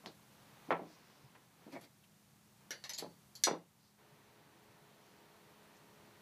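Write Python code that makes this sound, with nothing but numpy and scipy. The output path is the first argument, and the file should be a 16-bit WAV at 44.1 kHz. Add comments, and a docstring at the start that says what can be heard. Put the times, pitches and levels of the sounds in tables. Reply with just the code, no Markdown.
"""A light click and knocks: a cutter is set down and stained glass lands on a chipboard bench.
Fingers whisper on the pane, a sleeve rustles and the sheet scuffs over grit. A crack runs along the
score in ticks that ring the sheet; the glass snaps, the freed piece rings and the pieces knock on
the board. Then the quiet workshop's background changes abruptly to louder room air with a steady,
distant motor hum. A gain control ducks on the loud blows and recovers slowly."""
import sys
import numpy as np
from scipy import signal
from scipy.fft import rfft, irfft, next_fast_len
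from scipy.io import wavfile
from scipy.ndimage import uniform_filter1d

SR = 44100
rng = np.random.default_rng(int(sys.argv[2]) if len(sys.argv) > 2 else 0)


def master_out(mix):
    """Clip the mix to full scale and print it as 16-bit PCM to the path in sys.argv[1]."""
    frames = np.transpose(np.atleast_2d(mix))
    ceiling = np.clip(frames, -1, 1)
    pcm = np.round(ceiling * 32767).astype(np.int16)
    wavfile.write(sys.argv[1], SR, pcm)


N = 273861
TIME_S = np.arange(N) / SR
AGE_S = TIME_S[:int(0.4 * SR)]   # clock of one event


# grit and crack ticks: (time [s], reference level [dB], main resonance [Hz], second resonance [Hz],
# body [dB re reference], sizzle [dB re reference])
TICKS = [(1.8118, -71.5, 4470, 6450, 8, 8.5), (2.7071, -46, 5680, 6000, 2.5, -6),
         (2.8397, -52, 4300, 3800, 3.5, -9), (2.8939, -46.5, 6100, 5130, -3, -6.5),
         (2.9353, -47, 6770, 4980, -14, -10), (2.979, -51.5, 7470, 3240, -18, -10),
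         (2.9853, -47, 4470, 4220, -5.5, 0.5), (3.3531, -56.5, 4510, 4180, -11, 0)]
# tick spectrum: (frequency [Hz], level [dB])
TICK_COLOUR = [(100, -30), (300, -6), (800, -3), (1250, -7.5), (1900, -1.5), (2700, -4), (3400, 2),
               (6200, -2), (7700, -4.5), (8700, -14.5), (10300, -13), (11400, 2), (12800, -11.5),
               (15000, -19)]
# whole sheet: (frequency [Hz], level [dB], t60 [s])
SHEET_MODES = [(1674, -12, 0.11), (1783, -9, 0.25), (2070, -11, 0.13), (2900, -14, 0.37), (4250, 3.5, 0.2),
               (4080, -6, 0.33), (4540, -4, 0.47), (4750, -2.5, 0.26), (5300, -11, 0.19), (5860, -2, 0.12),
               (6100, -9, 0.24), (10000, -3, 0.19), (11290, -34, 0.18), (11880, -21, 0.13)]

def ticks(ping_t60_s=0.12, click_db=-15, wash_db=-3.5, sheet_db=-10, room_db=3):
    """Each tick shakes the sheet; its strongest resonances shift as the crack lengthens."""
    out = np.zeros(N)
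    for start_s, level_db, main_hz, second_hz, body_db, sizzle_db in TICKS:
        balance = [(2000, body_db), (4000, -5), (6300, -0.5), (10500, sizzle_db)]
        total_db = level_db + 10 * np.log10(sum(from_db(db) ** 2 for _, db in balance))
        spot = spot_colour()
        click = coloured(burst(decay_s=0.0011), TICK_COLOUR, balance, spot)
        wash = burst(decay_s=0.0044) + from_db(room_db) * reflections(build_s=0.0046, t60_scale=0.79)
        wash = coloured(wash, TICK_COLOUR, balance, spot)
        sheet = coloured(ringing(SHEET_MODES, spread_db=1.5, detune=0.0098), balance)
        for part, db in ((click, click_db), (wash, wash_db), (sheet, sheet_db)):
            add(out, start_s, total_db + db, part)
        for hz, db in ((main_hz, -2.5), (second_hz, -6.5)):
            beating_modes = [(hz, 0, ping_t60_s), (hz * 1.015, -7, ping_t60_s),
                             (hz * 0.988, -7, ping_t60_s)]
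            add(out, start_s, level_db + db, ringing(beating_modes, spread_db=1, detune=0.0022))
    return out


# fracture spectrum: (frequency [Hz], level [dB])
SNAP_COLOUR = [(150, -46), (500, -19), (1200, -16.5), (1650, -12.5), (2600, -8.5), (4300, 2), (5400, 0),
               (6300, 1.5), (7300, -4), (8000, -6.5), (9000, -15), (11300, -6), (12300, -9), (15500, -23)]
# freed piece: (frequency [Hz], level [dB], t60 [s])
PIECE_MODES = [(1680, -14, .2), (1900, -21, .25), (2008, -19, .25), (2210, -14, .14), (2842, -25, .3),
               (3736, -15, .17), (4151, -11, .16), (4262, -6, .12), (4735, -15, .15), (5017, -13, .14),
               (5776, -12, .15), (5867, -1.5, .17), (5969, -4, .14), (6449, -13, .12), (6568, -13, .1),
               (6803, -12, .14), (8017, -17, .13), (8890, -21, .12), (9731, -19, .12), (10990, -17, .11),
               (11230, -17, .12), (12350, -26, .12)]
# radiation of the piece: (frequency [Hz], gain [dB])
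PIECE_RADIATION = [(1500, -3), (4200, 0.5), (5900, -2.3), (8000, 5), (12000, 0)]

def snap(start_s=3.4368, ring_db=-25.5, crack_db=-29.5, room_db=-31, crack_s=0.0022, swell_s=0.0017):
    """The last bridge of glass breaks; the freed piece rings and the room answers."""
    crack = coloured(rng.standard_normal(len(AGE_S)) * (AGE_S < crack_s), SNAP_COLOUR)
    spot = spot_colour()
    room = coloured(reflections(build_s=0.0038, t60_scale=0.95), SNAP_COLOUR, spot)
    ring = coloured(ringing(PIECE_MODES) * rise(swell_s), PIECE_RADIATION)
    out = np.zeros(N)
    for part, db in ((crack, crack_db), (ring, ring_db), (room, room_db)):
        add(out, start_s, db, part)
    return out


# blows on the bench: (time [s], level [dB], tilt [dB/octave], first rebound gap [s])
KNOCKS = [(0.039, -63.5, -2.5, 0.0045), (0.061, -56.5, -4, 0.0039), (0.686, -50.5, -12, .01),
          (0.7062, -29, 3, 0.0094), (0.7924, -45, -7.5, .014), (0.8339, -49.5, -5, .036),
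          (1.350, -63, 6, 0.0039), (1.665, -54, -9, .011), (3.024, -45.5, -3, 0.02),
          (3.471, -31, 1, 0.0055), (3.510, -35, -2, .022)]
# blow spectrum: (frequency [Hz], level [dB])
KNOCK_COLOUR = [(20, -76), (60, -56), (100, -21.5), (170, -8), (320, 0.5), (600, 1.5), (1050, -2),
                (1250, -10), (2200, -14.5), (3200, -28), (5000, -46), (9000, -59.5), (15000, -65)]
# bench top: (frequency [Hz], level [dB], t60 [s])
BENCH_MODES = [(169.3, -2.5, 0.31), (310, -2.5, 0.25), (368, -18, 0.11), (463, -13.5, 0.3),
               (567, -17, 0.23), (598, -7, 0.1), (696, 12.5, 0.051), (774, 9.5, 0.097), (853, 1, 0.21),
               (1030, 3.5, .12), (1080, -20, 0.1), (1325, 1.5, .14)]

def knocks(echo_db=-3, bench_db=-6, pivot_hz=700):
    """Tool and glass hit the board and rebound; harder contacts are brighter."""
    out = np.zeros(N)
    for start_s, level_db, tilt_db_per_oct in bounces():
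        contact = unit_energy(coloured(burst(decay_s=0.0055), KNOCK_COLOUR))
        echo = unit_energy(coloured(reflections(build_s=0.0019, t60_scale=0.75), KNOCK_COLOUR))
        bench = unit_energy(ringing(BENCH_MODES, spread_db=5) * rise(0.003))
        blow = contact + from_db(echo_db) * echo + from_db(bench_db) * bench
        hardness = [(hz, tilt_db_per_oct * np.log2(hz / pivot_hz)) for hz in (250, 6000)]
        add(out, start_s, level_db, coloured(blow, hardness))
    return out


def bounces(gap_ratio=0.85, loss_db_per_s=203, dulling_db_per_oct_s=72):
    """Each blow and its two rebounds, ever closer, weaker and duller."""
    for start_s, level_db, tilt_db_per_oct, gap_s in KNOCKS:
        delay_s = 0
        for k in range(3):
            yield (start_s + delay_s, level_db - loss_db_per_s * delay_s,
                   tilt_db_per_oct - dulling_db_per_oct_s * delay_s)
            delay_s += gap_s * gap_ratio ** k


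# cutter click spectrum: (frequency [Hz], level [dB])
TAP_COLOUR = [(150, -14), (700, 0), (2500, -8), (4400, 1), (5600, -6.5), (8500, -24.5), (15000, -30)]

def cutter_tap(start_s=0.0602, level_db=-51, room_db=-3):
    """The cutter meets the hand-damped pane: a hard click and a little room."""
    click = burst(decay_s=0.0007)
    room = from_db(room_db) * reflections(build_s=0.0024, t60_scale=0.77)
    out = np.zeros(N)
    add(out, start_s, level_db, coloured(click + room, TAP_COLOUR))
    return out


# drag envelope: (time [s], rub [dB], scratch [dB])
SCUFF = [(1.70, -83, -79), (1.735, -48, -54.5), (1.765, -43.5, -70), (1.795, -55.5, -74),
         (1.85, -63.5, -61.5), (1.88, -64, -79)]
# board rub and grit scratch spectra: (frequency [Hz], level [dB])
RUB_COLOUR = [(80, -27), (170, 5.5), (500, 2), (800, -2.5), (1150, -5.5), (1450, -14), (2200, -8.5),
              (3000, -24.5), (6000, -34), (15000, -53)]
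SCRATCH_COLOUR = [(500, -9), (2000, 0), (4800, 2), (7000, -7), (12000, -6), (15000, -14)]

def scuff():
    """The sheet slides a little: the board rubs, the grit scratches."""
    knots_s, rub_db, scratch_db = np.transpose(SCUFF)
    rub = rms_one(coloured(grit(slips_per_s=800, spread_db=0), RUB_COLOUR))
    rub *= from_db(np.interp(TIME_S, knots_s, rub_db))
    scratch = rms_one(coloured(grit(slips_per_s=1300, spread_db=4.5), SCRATCH_COLOUR))
    scratch *= from_db(np.interp(TIME_S, knots_s, scratch_db))
    return (rub + scratch) * (TIME_S > knots_s[0]) * (TIME_S < knots_s[-1])


def grit(slips_per_s, spread_db):
    """Tiny random slips, blurred by the room."""
    impulses = (rng.random(N) < slips_per_s / SR) * rng.choice([-1, 1], N)
    slips = impulses * from_db(spread_db * np.minimum(rng.exponential(1, N), 4))
    return slips + signal.fftconvolve(slips, reflections(build_s=0.0019, t60_scale=0.43))[:N]


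# hand thuds: (time [s], level [dB], frequency [Hz])
BUMPS = [(1.239, -57.5, 133), (4.12, -61, 155), (4.69, -64, 124)]

def hand_bumps(decay_s=0.0079):
    """The soft hand only thuds: one low, damped sine."""
    out = np.zeros(N)
    envelope = AGE_S * np.exp(-AGE_S / decay_s)
    for start_s, level_db, hz in BUMPS:
        add(out, start_s, level_db, envelope * np.sin(2 * np.pi * hz * AGE_S))
    return out


# finger strokes: (peak time [s], half length [s], level [dB], centre [Hz])
SLIDES = [(0.924, 0.053, -65.5, 5260), (1.099, 0.19, -71.5, 5230), (1.743, .02, -67, 5200),
          (2.044, 0.0092, -66, 2900), (3.854, .06, -70, 4700), (5.073, .08, -76, 5860),
          (5.769, 0.014, -69, 5830)]

def finger_slides(skirt_db=-20):
    """Skin on glass gives a faint, narrow-band whisper."""
    out = np.zeros(N)
    middle_s = AGE_S.mean()
    for peak_s, half_s, level_db, hz in SLIDES:
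        whisper = noise([(hz / 2, skirt_db), (hz, 0), (hz * 1.8, skirt_db)], len(AGE_S))
        swell = np.exp(-((AGE_S - middle_s) / half_s) ** 2)
        at = int((peak_s - middle_s) * SR)
        out[at:at + len(AGE_S)] += from_db(level_db) * whisper * swell
    return out


# arm moves: (peak time [s], half length [s], level [dB])
RUSTLES = [(0.015, .06, -71.5), (0.89, 0.66, -62.5), (1.66, 0.07, -67.5), (2.681, 0.14, -70.5)]
# spectrum of rustle and room air: (frequency [Hz], level [dB])
AIR_COLOUR = [(100, -11), (250, 7.5), (500, 4), (950, 5.5), (1400, 1.5), (2300, -1), (3200, -4),
              (4400, -5.5), (5200, -13.5), (6100, -11.5), (7500, -29), (15000, -14)]

def rustles():
    """Sleeve and hand brush over the bench in soft swells of airy noise."""
    swells = sum(from_db(db) * np.exp(-((TIME_S - peak_s) / half_s) ** 2)
                 for peak_s, half_s, db in RUSTLES)
    return noise(AIR_COLOUR) * swells


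# hum lines: (frequency [Hz], level before hum gain [dB])
MOTOR_LINES = [(339.1, -79), (419.9, -74.5), (506.0, -82.5), (592.2, -81.5), (672.9, -81.5), (872.1, -88),
               (925.9, -79), (1518, -87.5), (1798, -84.5), (1922, -86)]

def hum_and_air(change_s=3.98, fade_s=0.0094, hum_gain_db=1.5, air_db=-64.5):
    """The background changes abruptly: louder room air with a steady, distant motor hum."""
    hum = sum(from_db(db + hum_gain_db) * tone(hz, waver_hz=1.54) for hz, db in MOTOR_LINES)
    air = from_db(air_db) * noise(AIR_COLOUR)
    return (hum + air) * np.clip((TIME_S - change_s) / fade_s, 0, 1)


# hiss and rumble spectra: (frequency [Hz], level [dB])
HISS_COLOUR = [(200, -1), (2000, -3), (6000, 2), (9000, 0.5), (12000, 0), (15000, -3.5)]
RUMBLE_COLOUR = [(20, -41), (45, -29), (65, -10), (85, -6), (130, 3.5), (170, 2), (230, -9), (330, -13.5),
                 (700, -32), (3000, -50)]

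def background(air_db=-71.5, hiss_db=-70.5, rumble_db=-69.5, drone_db=-74, drone_hz=208):
    """Room air, microphone hiss, low rumble and the building's tone, all steady."""
    layers = [(air_db, AIR_COLOUR), (hiss_db, HISS_COLOUR), (rumble_db, RUMBLE_COLOUR)]
    floor = sum(from_db(db) * noise(colour) for db, colour in layers)
    return floor + from_db(drone_db) * tone(drone_hz, waver_hz=1.8)


# workshop decay: (frequency [Hz], t60 [s])
ROOM_T60 = [(100, 0.18), (300, 0.31), (800, 0.26), (2000, 0.25), (5000, 0.21), (8000, 0.098), (14000, 0.11)]

def reflections(build_s, t60_scale):
    """Dense echoes off bench and walls build up, then die, the treble first."""
    edges_hz = np.geomspace(60, 17000, 10)
    echoes = np.zeros(len(AGE_S))
    for low_hz, high_hz in zip(edges_hz, edges_hz[1:]):
        bandpass = signal.butter(2, [low_hz, high_hz], "band", fs=SR, output="sos")
        band = signal.sosfilt(bandpass, rng.standard_normal(len(AGE_S)))
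        t60_s = t60_scale * at_hz(ROOM_T60, np.sqrt(low_hz * high_hz))
        echoes += band * from_db(-60 * AGE_S / t60_s)
    return unit_energy(echoes * rise(build_s))


def ringing(modes, spread_db=0, detune=0):
    """Decaying sines of random sign, with optional scatter of level and pitch per blow."""
    hz, db, t60_s = np.transpose(modes)[:, :, None]
    hz = hz * (1 + detune * rng.standard_normal(hz.shape))
    db = db + spread_db * rng.standard_normal(hz.shape)
    sines = rng.choice([-1, 1], hz.shape) * np.sin(2 * np.pi * hz * AGE_S)
    return unit_energy(np.sum(from_db(db - 60 * AGE_S / t60_s) * sines, axis=0))


def spot_colour(spacing_hz=190, scatter_db=5):
    """Each spot on the sheet favours some of its dense modes: (frequency [Hz], gain [dB])."""
    hz = np.arange(spacing_hz, SR / 2, spacing_hz)
    return np.transpose([hz, scatter_db * np.minimum(rng.standard_normal(len(hz)), 1)])


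def burst(decay_s):
    """Decaying noise: the instant of contact or fracture."""
    return unit_energy(rng.standard_normal(len(AGE_S)) * np.exp(-AGE_S / decay_s))


def rise(tau_s):
    """Exponential attack from 0 to 1."""
    return 1 - np.exp(-AGE_S / tau_s)


def tone(hz, waver_hz):
    """Hum line of rms 1 with a wandering pitch."""
    knots_s = np.arange(0, TIME_S[-1] + 1, 0.08)
    pitch_hz = hz + waver_hz * np.interp(TIME_S, knots_s, rng.standard_normal(len(knots_s)))
    return np.sqrt(2) * np.sin(2 * np.pi * np.cumsum(pitch_hz) / SR)


def noise(colour, samples=N):
    """Steady coloured noise of rms 1."""
    return rms_one(coloured(rng.standard_normal(samples), colour))


def coloured(x, *colours):
    """Minimum-phase filter; the colours add in dB."""
    half = next_fast_len(len(x))
    hz = np.maximum(np.linspace(0, SR / 2, half + 1), 1)
    gain_db = sum(at_hz(colour, hz) for colour in colours)
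    cepstrum = irfft(np.log(from_db(gain_db)))
    cepstrum[1:half] *= 2   # fold onto positive time: causal
    cepstrum[half + 1:] = 0
    return irfft(rfft(x, 2 * half) * np.exp(rfft(cepstrum)))[:len(x)]


def add(out, start_s, level_db, sound):
    """Mix in an event; its level is its energy spread over 30 ms."""
    at = int(start_s * SR)
    scaled = from_db(level_db) * np.sqrt(0.03 * SR) * unit_energy(sound)
    out[at:at + len(sound)] += scaled[:N - at]


def at_hz(points, hz):
    """Interpolate on a log-frequency axis."""
    knots_hz, values = np.transpose(points)
    return np.interp(np.log(hz), np.log(knots_hz), values)


def from_db(db):
    """Decibels to gain."""
    return 10 ** (np.asarray(db) / 20)


def rms_one(x):
    """Scale to rms 1."""
    return x / np.sqrt(np.mean(x ** 2) + 1e-20)


def unit_energy(x):
    """Scale to energy 1."""
    return x / np.sqrt(np.sum(x ** 2) + 1e-20)


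def gain_control(x, threshold_db=-42.5, cut_db_per_db=0.22, release_db_per_s=1.28):
    """Loud blows cut the gain at once; it creeps back over seconds."""
    power = uniform_filter1d(x ** 2, size=441)   # 10 ms
    level_db = 10 * np.log10(np.maximum(power, 1e-12))
    cut_db = cut_db_per_db * np.maximum(level_db - threshold_db, 0)
    release_db = release_db_per_s * TIME_S
    held_cut_db = np.maximum.accumulate(cut_db + release_db, axis=-1) - release_db
    return x * from_db(-held_cut_db)


def scene():
    """All sources at one close microphone."""
    glass = cutter_tap() + ticks() + snap() + knocks() + scuff()
    hands = hand_bumps() + finger_slides() + rustles()
    return (glass + hands + hum_and_air() + background())[None]


def record(dry):
    """Gain control, then a steep low-pass at 15.3 kHz."""
    lowpass = signal.ellip(12, 0.1, 70, 15300, fs=SR, output="sos")
    return signal.sosfilt(lowpass, gain_control(dry))


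dry = scene()
out = record(dry)
master_out(out)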